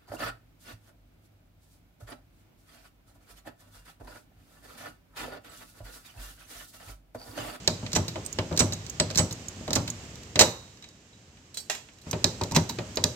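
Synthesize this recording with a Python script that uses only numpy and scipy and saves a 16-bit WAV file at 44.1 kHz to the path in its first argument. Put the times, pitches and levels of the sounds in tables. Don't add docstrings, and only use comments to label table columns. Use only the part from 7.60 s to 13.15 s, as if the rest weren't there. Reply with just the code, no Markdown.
import sys
import numpy as np
from scipy import signal
from scipy.fft import rfft, irfft, next_fast_len
from scipy.io import wavfile
from scipy.ndimage import uniform_filter1d, map_coordinates

SR = 44100
rng = np.random.default_rng(int(sys.argv[2]) if len(sys.argv) > 2 else 0)


def transcribe(u):
    v = np.clip(np.atleast_2d(u).T, -1, 1)
    q = np.round(v * 32767).astype(np.int16)
    wavfile.write(sys.argv[1], SR, q)


N = 244799
HIT_SIZE = 20000

# f/Hz, level/dB
EDGE_SPECTRUM = [(7000, -31), (9500, -10), (12000, 1.5), (16000, -2.5)]


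def from_db(db):
    return 10 ** (np.asarray(db) / 20)


def at_hz(points, size):
    hz, value = np.transpose(points)
    bin_hz = np.arange(size // 2 + 1) * SR / size
    return np.interp(np.log(bin_hz + 1), np.log(hz), value)


def causal(magnitude):
    cepstrum = irfft(np.log(magnitude + 1e-12))
    half = len(cepstrum) // 2
    cepstrum[1:half] *= 2
    cepstrum[half + 1:] = 0
    return np.exp(rfft(cepstrum))


def colour(x, points):
    size = 2 * next_fast_len(x.shape[-1] // 2 + HIT_SIZE // 8)
    response = causal(from_db(at_hz(points, size)))
    return irfft(rfft(x, size) * response, size)[..., :x.shape[-1]]


def resonate(burst, spectrum, count):
    bins = rfft(burst)
    power = uniform_filter1d(np.mean(np.abs(bins) ** 2, axis=0), count)
    wanted = from_db(at_hz(spectrum, burst.shape[-1]))
    return irfft(bins * causal(wanted / np.sqrt(np.abs(power) + 1e-12)))


def diffuse(size):
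    # f/Hz, likeness/0-1
    likeness = [(100, 1), (300, 0.94), (700, 0.68), (1300, 0), (2500, 0.09), (16000, 0)]
    alike = np.clip(at_hz(likeness, size), 0, 1)
    mid, side = rfft(rng.standard_normal((2, size)))
    return irfft(np.sqrt(1 + alike) * mid + np.sqrt(1 - alike) * side * [[1], [-1]], size)


def spread_over(x, seconds):
    energy = np.mean(np.sum(x ** 2, axis=-1))
    return x * np.sqrt(seconds * SR / (energy + 1e-20))


def add(out, s, x):
    start = max(round(s * SR), 0)
    out[..., start:start + x.shape[-1]] += x[..., :N - start]


def fade(t60_s, size=HIT_SIZE):
    return np.exp(-np.log(1000) * np.arange(size) / SR / max(t60_s, 1e-3))


def swell(rise_s):
    return 1 - np.exp(-np.arange(HIT_SIZE) / SR / max(rise_s, 1e-5))


def ring(times, levels_db, modes, vary_db):
    out, t = np.zeros(N), np.arange(HIT_SIZE) / SR
    shapes = np.array([from_db(db) * fade(t60_s) * np.sin(2 * np.pi * hz * t) for hz, db, t60_s in modes])
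    strengths = from_db(vary_db * rng.standard_normal((len(times), len(modes))))
    for s, db, strength in zip(times, levels_db, strengths):
        add(out, s, from_db(db) * (strength @ shapes))
    return out


def ticks(times, levels_db, t60s, spectra, own=0.88, size=3072):
    out = np.zeros((2, N))
    for s, db, t60_s, spectrum in zip(times, levels_db, t60s, spectra):
        noise = rng.standard_normal((3, size))
        burst = (noise[0] + own * noise[1:]) * fade(t60_s, size)
        tick = resonate(burst, spectrum, count=71)
        add(out, s, from_db(db) * spread_over(tick, .005))
    return out


def sheet(times, levels_db, spectrum, envelope, count):
    out = np.zeros((2, N))
    for s, db in zip(times, levels_db):
        burst = resonate(diffuse(HIT_SIZE) * envelope, spectrum, count)
        add(out, s, from_db(db) * spread_over(burst, .05))
    return out


def in_yard(x, wet_db, t60_s, rise_s, far_db=-24, far_t60_s=0.99):
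    # t/s, lead/s
    left_lead = [(0, .00013), (3.1, .00011), (4.0, 0.000081), (4.5, 0.000074), (5.55, 0.000058)]
    n = np.arange(N)
    lead_samples = np.interp(n / SR, *np.transpose(left_lead)) * SR
    direct = np.array([x[0], map_coordinates(x[1], [n - lead_samples], order=3)])
    decay = (fade(t60_s) + from_db(far_db) * fade(far_t60_s)) * swell(rise_s) ** 2
    echoes = spread_over(diffuse(HIT_SIZE) * decay, 1 / SR)
    return direct + from_db(wet_db) * signal.fftconvolve(x, echoes, axes=1)[:, :N]


def background():
    # start/s, end/s
    press_spans = [(0.0, 2.45), (4.489, 5.55)]
    # f/Hz, level/dB
    rumble_spectrum = [(20, -23), (40, -11), (60, -3), (100, 0.5), (140, -3), (250, -6), (400, -10.5),
                       (800, -18.5), (1500, -35), (5000, -35.5)]
    hiss_spectrum = [(400, -4.5), (1200, 1), (3000, 2), (3600, -2), (3880, -2), (4200, -3), (7500, -4),
                     (10000, -14), (16000, -14)]
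    attack_s, release_s = 0.057, 0.9
    rumble_db, rumble_rise_db = -53.5, 11.5
    hiss_db, hiss_rise_db = -56, 11

    t = np.arange(N) / SR
    pressed = np.zeros(N)
    for start, end in press_spans:
        pressed += np.interp(t, [start - attack_s, start, end, end + release_s], [0, 1, 1, 0])

    def noise(spectrum):
        return spread_over(colour(diffuse(next_fast_len(N))[:, :N], spectrum), N / SR)

    rumble = from_db(rumble_db + rumble_rise_db * pressed) * noise(rumble_spectrum)
    hiss = from_db(hiss_db + hiss_rise_db * pressed) * noise(hiss_spectrum)
    return rumble + hiss


def loose_metal():
    # t/s, level/dB
    clinks = [(3.943, -33.5), (3.972, -24), (4.415, -46)]
    clacks = [(4.0982, -18), (4.150, -33)]
    # f/Hz, level/dB
    pin_spectrum = [(1500, -12), (3500, -5), (4200, -1.5), (6000, -5.5), (8000, -0.5), (16000, -5.5)]
    clack_spectrum = [(80, -26), (280, -7), (450, 6), (850, 9.5), (1300, 4), (2300, 9.5), (3300, 3.5),
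                      (5000, 0.5), (7000, 4), (10000, -2), (16000, -5)]
    # f/Hz, level/dB, t60/s
    pin_modes = [(3330, -11, 0.15), (4040, -5, 0.14), (4050, -11, 0.11), (4550, -7.5, .15),
                 (5496, -10, 0.18), (6200, -12, 0.11), (6745, -16, 0.13), (7250, -18, 0.11),
                 (7795, -15, .2), (8120, 1, 0.077), (12760, -8, 0.23), (15100, -10, .1)]
    clack_modes = [(2240, -17, 0.25), (2520, -15, 0.12), (2760, -1.5, 0.061), (3300, -16, 0.28),
                   (3880, -6.5, 0.14), (5270, -16.5, 0.17), (6288, -28, 0.29), (6961, -24, 0.11),
                   (7601, -33, 0.51)]

    s, db = np.transpose(clinks)
    pin = ring(s, db - 8, pin_modes, vary_db=0.5)
    pin = pin + ticks(s, db - 2.0, np.full(len(s), .05), [pin_spectrum] * len(s))
    s, db = np.transpose(clacks)
    clack = ticks(s, db, np.full(len(s), .07), [clack_spectrum] * len(s))
    clack += ring(s, db - 7.5, clack_modes, vary_db=1.5)
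    pin_heard = in_yard(pin, wet_db=-1.5, t60_s=0.14, rise_s=0.0013)
    return pin_heard + in_yard(clack, wet_db=-2.0, t60_s=0.22, rise_s=0.0012)


def singing_steel():
    # t/s, level/dB
    twangs = [(.366, -39), (1.003, -26.5), (1.4, -28.5), (1.59, -21.5), (2.16, -55), (2.815, -22)]
    handle_rings = [(0.481, -43), (1.129, -38), (2.81, -21), (3.224, -44.5), (3.531, -56), (5.097, -46)]
    # f/Hz, level/dB, t60/s
    spring_modes = [(7700, -24, .25), (7833, 0.5, 0.16), (7970, 0, 0.14), (7860, -5, 0.15),
                    (8170, -14, .18)]
    handle_modes = [(3000, -18, .3), (3807, -3, 0.57), (3887, 9, 0.14), (3940, -7, 0.3)]
    spring = ring(*np.transpose(twangs), spring_modes, vary_db=4.0)
    handle = ring(*np.transpose(handle_rings), handle_modes, vary_db=0.5)
    both = from_db(-1.5) * spring + from_db(-5.5) * handle
    return in_yard(np.array([both, both]), wet_db=-13.5, t60_s=0.18, rise_s=0.0018)


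def linkage():
    # t/s, level/dB, pitch f/Hz, sharp edge level/dB
    pings = [(0.65, -37, 8400, -58), (0.662, -26.5, 8430, -44), (0.727, -32, 6700, -41),
             (1.134, -27.5, 6680, -59), (1.2972, -31, 6680, -39), (1.726, -31, 6670, -41),
             (1.884, -31, 6730, -43), (2.301, -27.5, 6670, -40), (4.5115, -26, 6120, -34),
             (5.3573, -34, 6500, -38)]
    s, db, hz, edge_db = np.transpose(pings)
    bells = [[(0.3 * f, -32), (0.936 * f, -13), (f, 0), (1.055 * f, -12), (2.2 * f, -26)] for f in hz]
    t60s = np.full(len(s), .028)
    clicks = ticks(s, db + .5, t60s, bells) + ticks(s, edge_db + 8, t60s, [EDGE_SPECTRUM] * len(s))
    return in_yard(clicks, wet_db=-18.5, t60_s=0.26, rise_s=0.0015)


def hollow_note():
    # t/s, level/dB
    drags = [(4.812, -25), (4.921, -31), (4.94, -33), (4.962, -15.5), (5.097, -31.5)]
    # f/Hz, level/dB, t60/s
    hollow_modes = [(927, 3, 0.1), (989, -2, 0.053), (1100, -16, 0.065)]
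    return ring(*np.transpose(drags), hollow_modes, vary_db=1)


def door(blows):
    # f/Hz, level/dB
    boom_spectrum = [(30, -34.5), (55, -27), (80, -9.5), (100, 5.5), (135, -8), (165, -2), (200, -6),
                     (250, -7), (330, -8.5), (700, -49.5)]
    knock_spectrum = [(180, -20.5), (290, -2.5), (370, 4), (450, -1.5), (535, 2.5), (610, 5.5), (720, -9),
                      (900, -6.5), (2000, -34.5)]
    clank_spectrum = [(450, -18), (760, -0.5), (930, 1), (1050, -1), (1300, -2.5), (1700, -10.5),
                      (4000, -37)]
    # f/Hz, level/dB, t60/s
    panel_modes = [(99, -3.5, 0.15), (117.5, -8, 0.48), (162.2, -1, 0.21), (234, -6, 0.23)]
    left_edge_modes = [(463, -10, 0.36), (529.6, -2.5, 0.21), (584, -7, 0.074), (621.5, 2, 0.18),
                       (715, -5, 0.13), (953, -14.5, 0.3)]
    right_edge_modes = [(370.4, 2.5, 0.2), (426, -3.5, 0.28), (930, 3.5, 0.071), (1200, -21, 0.14),
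                        (1730, -13, 0.088), (1885, -2.5, 0.084), (2080, -10, 0.18), (2488, 1.5, .07)]
    move_s, panel_delay_s = 4.3, 0.00597

    s, boom_db, knock_db, clank_db, ring_db = np.transpose(blows)
    boom = sheet(s, boom_db - 2.5, boom_spectrum, fade(0.28) * swell(0.0027), count=17)
    knock_envelope = (fade(0.06) + .5 * fade(0.34)) * swell(0.0013)
    knock = sheet(s, knock_db - 3.0, knock_spectrum, knock_envelope, count=55)
    clank_envelope = (fade(0.1) + 0.22 * fade(0.47)) * swell(0.00067)
    clank = sheet(s, clank_db - .8, clank_spectrum, clank_envelope, count=111)
    panel = ring(s + panel_delay_s, boom_db - 0.5, panel_modes, vary_db=3.5)
    left = s < move_s
    plate = ring(s[left], ring_db[left], left_edge_modes, vary_db=1.5)
    plate += ring(s[~left], clank_db[~left] + 2.0, right_edge_modes, vary_db=1.5)
    return boom + knock + clank + panel + plate


def gun(contacts):
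    # f/Hz, level/dB
    frame_spectrum = [(600, -0.5), (1300, -3.5), (1850, 4), (2450, 5.5), (3200, 3), (3800, -2),
                      (6000, -30.5)]
    nose_spectrum = [(2600, -26), (3600, -5), (3950, 5), (4250, 0), (4600, -1), (5200, -5), (7000, -29.5)]
    jaws_spectrum = [(3600, -14), (5100, -5.5), (5900, 0.5), (6400, -4), (7000, -1.5), (8100, -5),
                     (9500, -9.5), (16000, -16)]
    # f/Hz, level/dB, t60/s
    nose_modes = [(1710, 10, .1), (2960, -6.5, .18), (3930, -26, .22), (3700, 0, 0.21), (4580, -21, .15)]
    jaw_modes = [(5630, -18, .2), (5965, -17, 0.12), (6247, -16, 0.12), (6700, 9, 0.2), (7060, -30, 0.15),
                 (7600, -22, 0.25)]
    ring_shares = (1.7, 0.85, 0.79, 1)

    s, frame_db, nose_db, jaws_db, edge_db, t60s = np.transpose(contacts)
    parts = [(frame_db - .8, frame_spectrum), (nose_db - 1.5, nose_spectrum),
             (jaws_db - .8, jaws_spectrum), (edge_db + 9, EDGE_SPECTRUM)]
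    clicks = np.zeros((2, N))
    for (db, spectrum), share in zip(parts, ring_shares):
        clicks += ticks(s, db, t60s * share, [spectrum] * len(s))
    rings = ring(s, nose_db - 30.5, nose_modes, vary_db=4)
    rings += ring(s, jaws_db - 43, jaw_modes, vary_db=4)
    return in_yard(clicks + rings, wet_db=-10.5, t60_s=0.27, rise_s=0.00035)


def contact(kind, base_t60_s, s, db, hardness_db=0, extra_edge_db=0):
    shares = {"seat": (-8, 1, 0, -12), "slip": (-4.5, -4, 3.5, -21), "stop": (0, 2.5, 3.5, -12),
              "grit": (-0.5, -9, -3, -20), "release": (-7.5, 1.5, -3, -10), "knock": (-1.5, 0.5, -4.5, -29),
              "snap": (0, 0, 1, -13.5), "rattle": (2, 0.5, 0, -16.5)}
    brightening = np.array([0, 1, 1.2, 1.7])
    shortening = .45
    frame_db, nose_db, jaws_db, edge_db = db + np.array(shares[kind]) + hardness_db * brightening
    t60_s = base_t60_s * from_db(-shortening * max(hardness_db, 0))
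    return s, frame_db, nose_db, jaws_db, edge_db + extra_edge_db, t60_s


def blow(kind, s, db):
    shares = {"push": (2, -8, -13.5, -13), "stop": (1, -3.5, -7, -7.5), "knock": (-2, -0.5, -9, -6),
              "snap": (-7, -3, -5, -1.5)}
    return (s, *(db + np.array(shares[kind])))


def handling():
    # t/s, gun level/dB, hardness/dB, extra sharp edge level/dB, door level/dB
    knocks = [(0.076, -17.5, 6, 4, -26), (0.264, -29, -6.5, -3.5, -45), (0.557, -30, -11.5, -5, -31.5),
              (0.7869, -19, -8, -17, -26), (0.912, -44, -12, 0, -31), (0.926, -36, -2, 0, -33),
              (1.399, -15.5, 1, -10, -23), (1.502, -33.5, 1.5, 0, -36.5), (2.078, -32.5, -2.5, 12, -31),
              (2.106, -33, 6, 4, -31.5), (2.757, -19.5, -3, -14, -27), (4.53, -25, -5, 0, -27.5),
              (4.643, -21.5, 10.5, 2, -25.5), (4.8136, -33.5, 3.5, 1, -28), (5.186, -28, -6, -5, -30),
              (5.371, -26, 4.5, -8, -26.5), (5.4394, -24, 12, 1, -27)]
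    # t/s, level/dB, hardness/dB
    rattles = [(0.3182, -40, 2), (0.964, -47, 10), (1.265, -48.5, 8), (1.51, -37.5, 2), (1.548, -36.5, 2),
               (2.277, -32.5, -1.5), (2.556, -58, 11.5), (2.6326, -48.5, 3), (3.172, -59, 4),
               (3.224, -48, 0.5), (3.241, -42, -4.5), (3.288, -63, 11), (3.771, -51, -8), (4.150, -57, 15),
               (4.287, -45, -18), (4.335, -65, 7), (4.386, -63.5, 8.5), (4.8359, -35.5, 5.5),
               (4.92, -42, 8.5), (5.092, -51, 14), (5.11, -49, 5.5)]
    # t/s, level/dB
    pushes = [(0.228, -34), (0.911, -33), (1.964, -47), (2.005, -40), (4.465, -37.5), (4.938, -34)]
    contacts = [contact("knock", 0.035, *row) for *row, _ in knocks]
    contacts += [contact("rattle", 0.036, *row) for row in rattles]
    blows = [blow("knock", s, door_db) for s, *_, door_db in knocks]
    blows += [blow("push", *row) for row in pushes]
    return contacts, blows


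def snap(count=3):
    # t/s, gun level/dB, hardness/dB, door level/dB
    snaps = [(2.7916, -10.5, 1.5, -22), (2.8093, -11, 1.5, -16)]
    bounce_s, bounce_loss_db = .005, 4
    contacts, blows = [], []
    for s, db, hardness_db, door_db in snaps:
        for k in range(count):
            contacts.append(contact("snap", 0.045, s + k * bounce_s, db - k * bounce_loss_db, hardness_db))
        blows.append(blow("snap", s, door_db))
    return contacts, blows


def strokes(slip_count=3, grit_count=6):
    # stop t/s, stop level/dB, door level/dB, seat lead/s, seat level/dB,
    # slipping length/s, slip level/dB, slip hardness/dB, release lag/s, release level/dB
    stroke_rows = [(0.3609, -22, -21.5, 0.03, -26, 0.01, -28.5, 1, 0.12, -28.5),
                   (1.0032, -20, -20, 0.029, -20, 0.012, -29.5, 9, 0.12, -28),
                   (1.5908, -22, -22.5, 0.034, -24.5, 0.016, -31, 10.5, .1185, -32.5),
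                   (2.1585, -23.5, -22.5, .0275, -20.5, .0055, -30, 4, 0.12, -32.5),
                   (4.9625, -18, -19.5, 0.051, -35.5, 0.015, -24.5, -4.5, .1325, -27)]
    slip_growth_db, slip_jitter = 3, .05
    grit_db, grit_overrun_s = -9.5, .012
    seat_push_db, release_push_db = -12, -16.5

    contacts, blows = [], []
    for (s, stop_db, door_db, seat_lead_s, seat_db,
         slipping_s, slip_db, hardness_db, release_lag_s, release_db) in stroke_rows:
        seat_s, release_s = s - seat_lead_s, s + release_lag_s
        contacts.append(contact("seat", 0.037, seat_s, seat_db))
        slips_to_go = 1 - np.arange(slip_count) / slip_count + slip_jitter * rng.standard_normal(slip_count)
        for to_go in slips_to_go:
            level_db = slip_db + slip_growth_db * (.5 - to_go)
            contacts.append(contact("slip", 0.026, s - slipping_s * to_go, level_db, hardness_db))
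        for share in (np.arange(grit_count) + rng.random(grit_count)) / grit_count:
            grit_s = s - slipping_s + share * (slipping_s + grit_overrun_s)
            contacts.append(contact("grit", 0.035, grit_s, stop_db + grit_db))
        contacts.append(contact("stop", 0.041, s, stop_db))
        contacts.append(contact("release", 0.059, release_s, release_db))
        blows.append(blow("push", seat_s, door_db + seat_push_db))
        blows.append(blow("stop", s, door_db))
        blows.append(blow("push", release_s, door_db + release_push_db))
    return contacts, blows


def scene():
    contacts, blows = (np.vstack(rows) for rows in zip(handling(), snap(), strokes()))
    surroundings = background() + loose_metal()
    return surroundings + singing_steel() + linkage() + hollow_note() + door(blows) + gun(contacts)


def record(dry):
    # f/Hz, level/dB
    left_port = [(15, -20), (30, -18), (50, -1), (700, -2.5), (2400, -5), (4000, -3), (5200, -3),
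                 (7000, -6), (8000, -14), (9300, -21), (11000, -11.5), (15000, -16)]
    right_port = [(15, -18.5), (30, -9.5), (50, -1.6), (700, -3), (2400, -3), (4000, -0.9), (5200, 2),
                  (7000, 5), (8200, 2.5), (9100, -7.5), (10200, -12.5), (12000, -4.5), (15000, -15.5)]
    cutoff_hz = 16300
    heard = np.array([colour(dry[0], left_port), colour(dry[1], right_port)])
    rounded = 1.203 * np.tanh(heard / 1.378)
    return signal.sosfilt(signal.ellip(10, .1, 90, cutoff_hz, fs=SR, output="sos"), rounded)


dry = scene()
out = record(dry)
transcribe(out)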